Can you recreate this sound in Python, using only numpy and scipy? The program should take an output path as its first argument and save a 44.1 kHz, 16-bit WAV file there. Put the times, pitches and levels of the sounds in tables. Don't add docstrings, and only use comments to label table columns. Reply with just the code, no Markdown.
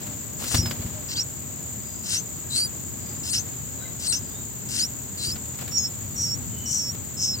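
import sys
import numpy as np
from scipy import signal
from scipy.fft import rfft, irfft, next_fast_len
from scipy.io import wavfile

SR = 44100
rng = np.random.default_rng(int(sys.argv[2]) if len(sys.argv) > 2 else 0)


def transcribe(signal):
    frames = np.atleast_2d(signal).T
    limited = np.clip(frames, -1, 1)
    pcm = np.round(limited * 32767).astype(np.int16)
    wavfile.write(sys.argv[1], SR, pcm)


N = 326340
T = np.arange(N) / SR


def undb(db):
    return 10 ** (np.asarray(db) / 20)


def unit(x):
    return x / np.sqrt(np.mean(x ** 2) + 1e-18)


def colour(x, points):
    hz, db = np.transpose(points)
    size = next_fast_len(x.shape[-1])
    f = np.arange(size // 2 + 1) * SR / size
    gain = undb(np.interp(np.log(f + 1), np.log(hz), db))
    return irfft(rfft(x, size) * gain, size)[..., :x.shape[-1]]


def noise(points):
    return unit(colour(rng.standard_normal(N), points))


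def walk(rate):
    f = np.arange(0, 4 * rate, SR / N)
    real, imaginary = rng.standard_normal((N // 16, 2))[:len(f)].T
    return unit(irfft((real + 1j * imaginary) * np.exp(-(f[:len(real)] / rate) ** 2), N))


def cycles(hz):
    return np.cumsum(hz) / SR


def pan(db):
    return undb(np.array([[db], [-db]]) / 2)


def ramp(t, length):
    return np.clip(t / length, 0, 1)


def ease(t, length):
    return np.sin(np.pi / 2 * ramp(t, length)) ** 2


def hump(x, centre, width):
    return np.exp(-((x - centre) / width) ** 2)


def span(start, length, edge_s=.0052):
    i = np.flatnonzero((T > start - edge_s) & (T < start + length + edge_s))
    t = T[i] - start
    return i, np.clip(t, 0, length), np.clip(np.minimum(t, length - t) / edge_s + 1, 0, 1)


def leaf_echoes(x, t60):
    t = T[:SR]
    tail = rng.standard_normal((2, SR)) * undb(-60 * t / t60) * (t > .001)
    tail /= np.sqrt(np.sum(tail ** 2, axis=1, keepdims=True))
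    return signal.fftconvolve(np.atleast_2d(x), tail, axes=1)[:, :N]


def outdoor_air():
    # frequency in Hz, level in dB.
    air_tone = [(25, -10), (40, -36), (55, -8), (85, -0.5), (120, 1.5), (170, -6), (235, -5.5), (320, -13),
                (500, -17.5), (1000, -22), (2500, -28), (5000, -30), (8000, -33.5), (10000, -45.5),
                (16000, -43)]
    # peak time in seconds, width in seconds, rise in dB.
    surges = [(2.85, .2, 4), (3.37, .06, 7), (5.8, .1, 7), (6.37, .27, 9), (7.2, .5, 3.5)]
    shared = colour(noise(air_tone), [(100, .5), (300, -1.5), (700, -7.5), (1500, -14)])
    apart = np.array([noise(air_tone), noise(air_tone)])
    air = unit(shared + colour(apart, [(100, -2.5), (300, 1), (700, .5), (1500, 1)]))
    rumble = colour(air, [(250, -7), (600, -65)])
    rumble_db = -39.5 + walk(4.5) + sum(rise * hump(T, at, width) for at, width, rise in surges)
    hiss_db = -37 + .5 * walk(4.5)
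    return pan(2.47) * (rumble * undb(rumble_db) + (air - rumble) * undb(hiss_db))


def far_hum(pitch_hz=597):
    phase = 2 * np.pi * cycles(pitch_hz * (1 + .0203 * walk(18.4)))
    db = np.interp(T, [0, 2, 2.6], [-63, -64, -80]) + 5.8 * walk(13)
    return undb(db) * np.sqrt(2) * np.sin(phase)


def glides(rows):
    for start, length, from_hz, to_hz, arch_hz, *voice in rows:
        i, t, _ = span(start, length)
        arc = np.sin(np.pi * t / length)
        hz = from_hz + (to_hz - from_hz) * t / length + arch_hz * arc
        yield (i, arc, hz, *voice)


def whistles(notes, jitter, jitter_hz, flutter_db, octave_db):
    out, shake, flutter = np.zeros(N), walk(jitter_hz), walk(47)
    for i, gate, hz, db in notes:
        phase = 2 * np.pi * cycles(hz * (1 + jitter * shake[i]))
        tone = np.sqrt(2) * (np.sin(phase) + undb(octave_db) * np.sin(2 * phase))
        out[i] += gate * undb(db + flutter_db * flutter[i]) * tone
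    return out


def far_birds():
    # start and length in seconds, first pitch, last pitch and mid-note bend in Hz,
    # relative level in dB.
    notes = [(1.78, 0.31, 4800, 4940, 24, -47.5), (2.96, .23, 4820, 4930, -62, -46),
             (3.765, .15, 3963, 3950, -50, -42), (3.803, .045, 1400, 1630, 3, -42),
             (3.846, 0.025, 2100, 2030, 0, -38), (4.2, .18, 4930, 4850, -48, -49),
             (4.285, 0.13, 3320, 3880, 61, -45), (6.5, .25, 3030, 2960, 10.5, -41)]
    song = whistles(glides(notes), jitter=.012, jitter_hz=260, flutter_db=1, octave_db=-30)
    return undb(-10) * song + undb(-9) * leaf_echoes(song, t60=.3)


def wing_strokes(wings, rate_hz, strokes, sweep_s, sweep_hz, rasp_db):
    turn = cycles(rate_hz * (1 + .01 * walk(2.84)))
    clicks = np.zeros(N)
    for at, db in strokes:
        i = np.flatnonzero(np.diff(np.floor(turn - at)))
        late, extra_db = rng.standard_normal((len(i), 2)).T
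        clicks[np.clip(i + (late * .0003 * SR).astype(int), 0, N - 1)] += undb(db + extra_db)
    f = np.arange(N // 2 + 1) * SR / N
    stretch = np.exp(1j * np.pi * sweep_s / sweep_hz * (f - 7500) ** 2)
    glide = unit(irfft(rfft(clicks) * stretch, N))
    return unit(colour(glide + undb(rasp_db) * rng.standard_normal(N), wings))


def insects():
    # frequency in Hz, level in dB.
    chirper_wings = [(5700, -28.5), (6250, -20), (6600, -6), (6950, -2), (7450, -1.5), (7900, -43),
                     (8400, -44), (8800, -45), (12000, -27.5), (13000, -17.5), (13900, -6.8), (14800, -3.8),
                     (15150, -48), (16000, -11.5)]
    buzzer_wings = [(6200, -53), (6900, -8.5), (7400, -7.5), (7900, -5), (8250, -7.5), (8600, -32.5),
                    (9300, -81), (13000, -36), (14400, -22), (15700, -24)]
    chirper = wing_strokes(chirper_wings, rate_hz=19.2, strokes=[(0, -3), (.27, 0), (.6, -1)],
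                           sweep_s=.003, sweep_hz=1300, rasp_db=-7)
    buzzer = wing_strokes(buzzer_wings, rate_hz=30.1, strokes=[(0, 0), (.28, -1)],
                          sweep_s=.005, sweep_hz=1100, rasp_db=-8)
    blurred = leaf_echoes(chirper, t60=.018)
    chirper = unit(blurred + colour(leaf_echoes(chirper, t60=.3), [(7000, 5), (14000, -1.5)]))
    buzzer = unit(buzzer + colour(leaf_echoes(buzzer, t60=.12), [(8000, 0), (14000, 5)]))
    return undb(-35.5 + .19 * walk(2.3)) * pan(.62) * chirper + undb(-46) * pan(18.7) * buzzer


def straw_rustle():
    # frequency in Hz, level in dB.
    straw_tone = [(200, 5), (600, 5), (1500, 0), (4500, -2.5), (9000, -13), (14000, -2)]
    # peak time in seconds, level in dB, build-up and fade time in seconds.
    stirs = [(0, -37, .05, 0.81), (.44, -34.5, .08, 1.1), (.58, -34, 0.098, 1.75), (5.62, -37.5, 0.055, .5),
             (5.85, -48, .3, 2.8)]
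    grains = rng.standard_normal((2, N)) * undb(.86 * walk(370) + 3.7 * walk(28))
    power = sum((ease(T - at + build_s, build_s) * undb(db - 60 * np.maximum(T - at, 0) / t60)) ** 2
                for at, db, build_s, t60 in stirs)
    return unit(colour(grains, straw_tone)) * np.sqrt(power)


def twig_cracks():
    # start in seconds, relative level and relative treble in dB, fade time in seconds.
    cracks = [(0.392, -45, -3, 0.057), (0.439, -30, -10, 0.073), (0.481, -33, -7, 0.039),
              (0.512, -34, -12, 0.091), (0.544, -18.5, -14, 0.052), (0.55, -27, -12, 0.026),
              (0.631, -40, -24, 0.039), (0.658, -25.5, -18, 0.047), (0.71, -25, -18, 0.05),
              (0.862, -39, -11, 0.037), (5.034, -54, 8, 0.05), (5.357, -34.5, -20, 0.067),
              (5.442, -48, -8, 0.055), (5.457, -47, -3, 0.057), (5.545, -42, -14, 0.05),
              (5.586, -38, -16, 0.093), (5.614, -41, -16, 0.038), (5.676, -36.5, -11, 0.1),
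              (5.72, -41.5, -6, 0.061), (6.948, -35, -12, 0.033)]
    # frequency in Hz, level in dB.
    body_tone = [(150, 14.5), (400, 6.5), (900, 4), (1450, 5), (2200, 2), (3200, 3.5), (5500, 1),
                 (9000, -22)]
    snap_tone = [(3000, -46), (6000, -1), (11000, 9), (15000, 10)]
    body, snap = (np.array([noise(tone), noise(tone)]) + noise(tone) for tone in (body_tone, snap_tone))
    out = np.zeros((2, N))
    for start, db, treble_db, t60 in cracks:
        i = np.flatnonzero((T >= start) & (T < start + .5))
        t = T[i] - start
        burst = undb(db - .5 - 60 * t / t60) * (1 - np.exp(-t / .00086))
        out[:, i] += burst * (body[:, i] + undb(treble_db + 8) * snap[:, i])
    return out


def plant_bumps():
    # start in seconds, relative level in dB, fade time in seconds.
    blows = [(0.541, -13.5, 0.13), (.586, -11, 0.088), (0.629, -19, 0.26), (0.794, -19, 0.072),
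             (0.848, -18, 0.073), (0.91, -26, 0.13), (5.275, -26, 0.14), (5.331, -24.5, 0.11),
             (7.36, -38, 0.072)]
    # pitch in Hz, relative level in dB, multiple of the fade time.
    plant_tones = [(66.4, -25, 0.78), (87.5, 2, 1.1), (111.6, 4.5, 0.83), (159.6, -6.5, 1.8),
                   (223.7, -6, 1.86), (339, -8, 0.65)]
    out, detunes = np.zeros(N), 1 + .023 * rng.standard_normal((len(blows), len(plant_tones)))
    for (start, db, t60), detune in zip(blows, detunes):
        i = np.flatnonzero((T >= start) & (T < start + 1))
        t = T[i] - start
        ring = sum(undb(tone_db - 60 * t / (t60 * linger)) * np.sin(2 * np.pi * hz * tuning * t)
                   for (hz, tone_db, linger), tuning in zip(plant_tones, detune))
        out[i] += undb(db - 4.5) * ring * (1 - np.exp(-t / .004))
    return out * pan(2.7)


def syrinx(calls, throat, jitter, flutter_db, rasp_db, half_db, side_db, band_db, bright_db):
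    out, shake, flutter, wander = np.zeros(N), walk(380), walk(260), walk(60)
    grain = unit(undb(2 * walk(380)))
    rasp = noise(throat)
    chaos = (walk(480) + 1j * walk(480)) / np.sqrt(2)
    dull = colour(rasp, [(6500, 4), (8500, -35)])
    for i, gate, hz, db, rough, octave_db in calls:
        rough = np.clip(rough, 0, 1)
        phase = 2 * np.pi * cycles(hz * (1 + jitter * (rough + .061) * shake[i]))
        octave = undb(octave_db)
        tone = np.sin(phase) + octave * np.sin(2 * phase)
        tone += undb(half_db) * np.sqrt(rough) * (np.sin(phase / 2) + 2 * np.sin(1.5 * phase))
        tone *= np.sqrt(2) * undb(flutter_db * np.sqrt(rough) * flutter[i])
        beat = 2 * np.pi * cycles(hz * (.2 + .04 * wander[i]))
        sides = np.sin(phase + beat) + .5 * np.sin(phase - beat) + octave * np.sin(2 * phase - beat)
        bands = np.imag(chaos[i] * np.exp(1j * phase) + octave * np.conj(chaos[i]) * np.exp(2j * phase))
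        breath = dull[i] + undb(bright_db + .6 * octave_db) * (rasp[i] - dull[i])
        scratch = undb(rasp_db) * breath + undb(band_db) * bands + undb(side_db) * sides
        share = rough ** 2.1
        out[i] += gate * undb(db) * (np.sqrt(1 - share) * tone + np.sqrt(share) * grain[i] * scratch)
    return out


def feeding_calls():
    # start and length in seconds, relative level in dB, fade-in in seconds and in dB,
    # pitch in Hz, place of the sag (0-1), sag in Hz and in dB, final drop in Hz, added roughness (0-1),
    # gap up to the second tone in Hz, levels of that tone and of the octave in dB against the main tone.
    rows = [(5.717, .166, -21.5, .062, 16, 5590, .63, 300, 12, 140, .1, 1170, -6.5, -36),
            (6.162, .2, -28, .025, 9, 5660, .66, 230, -0.5, 0, .3, 720, -8, -23),
            (6.66, .262, -28, .085, 5, 5730, .73, 250, 2, 0, .62, 560, -3, -21),
            (7.172, .203, -25.5, .06, 12, 5315, .9, 10, 7, 480, .52, 800, -9, -28)]
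    drop_s, release_s, release_db = .04, .022, 20
    calls, second_tones, waver = [], [], .006 * walk(40)
    for (start, length, level_db, attack_s, attack_db, pitch_hz, sag_at, sag_hz, sag_db, drop_hz,
         roughness, above_hz, second_db, octave_db) in rows:
        i, t, gate = span(start, length)
        progress, to_go = t / length, length - t
        sag = hump(progress, sag_at, width=.22)
        bend = sag_hz * sag + drop_hz * (1 - ramp(to_go, drop_s)) + pitch_hz * waver[i]
        db = level_db - attack_db * (1 - ramp(t, attack_s)) - release_db * (1 - ramp(to_go, release_s))
        rough = .06 + roughness * hump(progress, centre=.28, width=.24)
        calls.append((i, gate, pitch_hz - bend, db - sag_db * sag ** 2, rough, octave_db))
        second_gate = gate * hump(progress, centre=.4, width=.3)
        second_tones.append((i, second_gate, pitch_hz + above_hz - .42 * bend, db + second_db))
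    return calls, second_tones


def begging_calls():
    # start, length and swell time in seconds, swell depth and relative level in dB, low and
    # top pitch of the clear voice in Hz, climb and clearing time in seconds, roughness (0-1), octave dB.
    cheeps = [(.395, .235, .165, 18, -27, 4850, 5750, .08, .07, 0.98, -10),
              (1.085, .146, .125, 17, -22.5, 4200, 5800, .06, .095, .9, -28),
              (2.038, .178, .085, 18, -26.5, 4700, 6200, 0.089, .085, .95, -12),
              (2.505, .168, .05, 13, -25, 3850, 4800, .163, .1, .42, -7),
              (3.234, .192, .112, 13, -26.5, 4550, 6350, 0.09, .11, .88, -11),
              (3.998, .194, .1, 17, -26, 4300, 6260, 0.1, .085, .93, -11.5),
              (4.69, .18, .13, 15, -24, 4550, 5700, .05, .1, .92, -11),
              (5.177, .17, .075, 10, -31, 4050, 5200, 0.13, .11, .62, -8)]
    # start and length in seconds, pitch and warble
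    # depth in Hz, seconds per warble, level change in dB, octave level in dB.
    locks = [(1.14, 0.029, 4290, 410, 0.042, -11, -18), (3.304, 0.026, 4070, 807, 0.069, -6, 5),
             (4.075, 0.048, 4060, 443, .037, -4, 4), (4.8, .028, 4350, 700, .056, -1, -12),
             (5.277, .042, 4720, 290, .033, 1.5, -14)]
    quaver_hz, quaver_period_s, last_crest_s = 85, .036, .024
    top_early_s, clear_early_s = .008, .018
    release_s, release_db = .03, 20
    rasp_lift_hz, lock_roughness = 700, .3
    drift = 1 + .01195 * walk(45.6)
    for (start, length, swell_s, swell_db, level_db, low_hz, top_hz, climb_s, clearing_s,
         roughness, octave_db) in cheeps:
        i, t, gate = span(start, length)
        to_go = length - t
        hz = (low_hz + (top_hz - low_hz) * ease(climb_s + top_early_s - to_go, climb_s)) * drift[i]
        hz += quaver_hz * np.cos(2 * np.pi * (to_go - last_crest_s) / quaver_period_s)
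        db = level_db - swell_db * (1 - ramp(t, swell_s)) - release_db * (1 - ramp(to_go, release_s)) ** 2
        rough = roughness * (.22 + .78 * ease(to_go - clear_early_s, clearing_s - clear_early_s))
        octave_db = octave_db - .007 * np.maximum(hz - 5000, 0)
        hz += rasp_lift_hz * rough ** 2
        for at, held_s, lock_hz, depth_hz, period_s, change_db, lock_octave_db in locks:
            since = T[i] - at
            locked = ease(np.minimum(since, held_s - since) + .002, .005)
            warble_hz = lock_hz + depth_hz * np.sin(np.pi * since / period_s) ** 2
            hz += locked * (warble_hz - hz)
            db += locked * change_db
            rough += locked * (lock_roughness - rough)
            octave_db += locked * (lock_octave_db - octave_db)
        yield i, gate, hz, db, rough, octave_db


def chicks(right_lag_s=.000148, squeak_octave_db=-24):
    # frequency in Hz, level in dB.
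    begging_breath = [(1000, -42), (1500, -7), (1900, -10), (2300, -15), (2800, -2.5), (3500, -5),
                      (4300, -1.5), (5500, -2.5), (8300, 1), (9300, -1.5), (11000, -6), (12500, -14),
                      (15000, -34)]
    feeding_breath = [(1500, -48), (3000, -14), (4400, -19), (5100, -10), (5800, 5), (6400, 2.5),
                      (8000, -4), (9200, -25), (12700, -18), (15000, -32)]
    # start and length in seconds, first pitch, last pitch and mid-note bend
    # in Hz, relative level in dB, roughness (0-1).
    squeak_notes = [(.556, .028, 6300, 7400, 0, -29, .2), (.575, 0.16, 4930, 4620, 380, -37, .02),
                    (1.152, 0.02, 2850, 4200, 0, -32, .2), (3.335, .026, 5400, 7100, 0, -27, .25),
                    (3.345, 0.058, 4000, 5960, 0, -34, .35), (4.135, 0.059, 5000, 5150, 200, -36, .1),
                    (4.793, .038, 6040, 7370, 98, -27, .25), (5.19, 0.085, 3910, 4180, -2, -35, .25),
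                    (7.328, 0.042, 3770, 4400, 100, -40, .2), (7.383, 0.046, 4500, 4840, 0, -36, .3)]
    level_calls, second_tones = feeding_calls()
    squeaks = [(*note, squeak_octave_db) for note in glides(squeak_notes)]
    voice = syrinx([*begging_calls(), *squeaks], begging_breath, jitter=.054, flutter_db=3, rasp_db=2,
                   half_db=-24.5, side_db=-4, band_db=-10.5, bright_db=4.5)
    voice += syrinx(level_calls, feeding_breath, jitter=.015, flutter_db=2.5, rasp_db=4,
                    half_db=-35, side_db=-12, band_db=4, bright_db=15)
    voice += whistles(second_tones, jitter=.0062, jitter_hz=200, flutter_db=3, octave_db=-16)
    left = colour(voice, [(2000, 1.5), (4400, .3), (5600, -1), (8200, 8), (11000, -.5), (14000, -16)])
    right = colour(np.roll(voice, round(right_lag_s * SR)),
                   [(2000, -13.5), (4400, -.2), (5600, 1.6), (7000, -20), (8200, -9.5), (11000, -9.5),
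                    (14000, -17)])
    both = np.array([left, right])
    return both + undb(-9) * leaf_echoes(both, t60=.02) + undb(-30) * leaf_echoes(both, t60=.6)


def scene():
    return (far_birds() + chicks() + insects() + plant_bumps() + twig_cracks() + straw_rustle()
            + outdoor_air() + far_hum())


def record(dry, bottom_hz=42, top_hz=15800):
    dry = signal.sosfilt(signal.butter(4, bottom_hz, "high", fs=SR, output="sos"), dry)
    return signal.sosfilt(signal.ellip(10, .2, 80, top_hz, fs=SR, output="sos"), dry)


dry = scene()
out = record(dry)
transcribe(out)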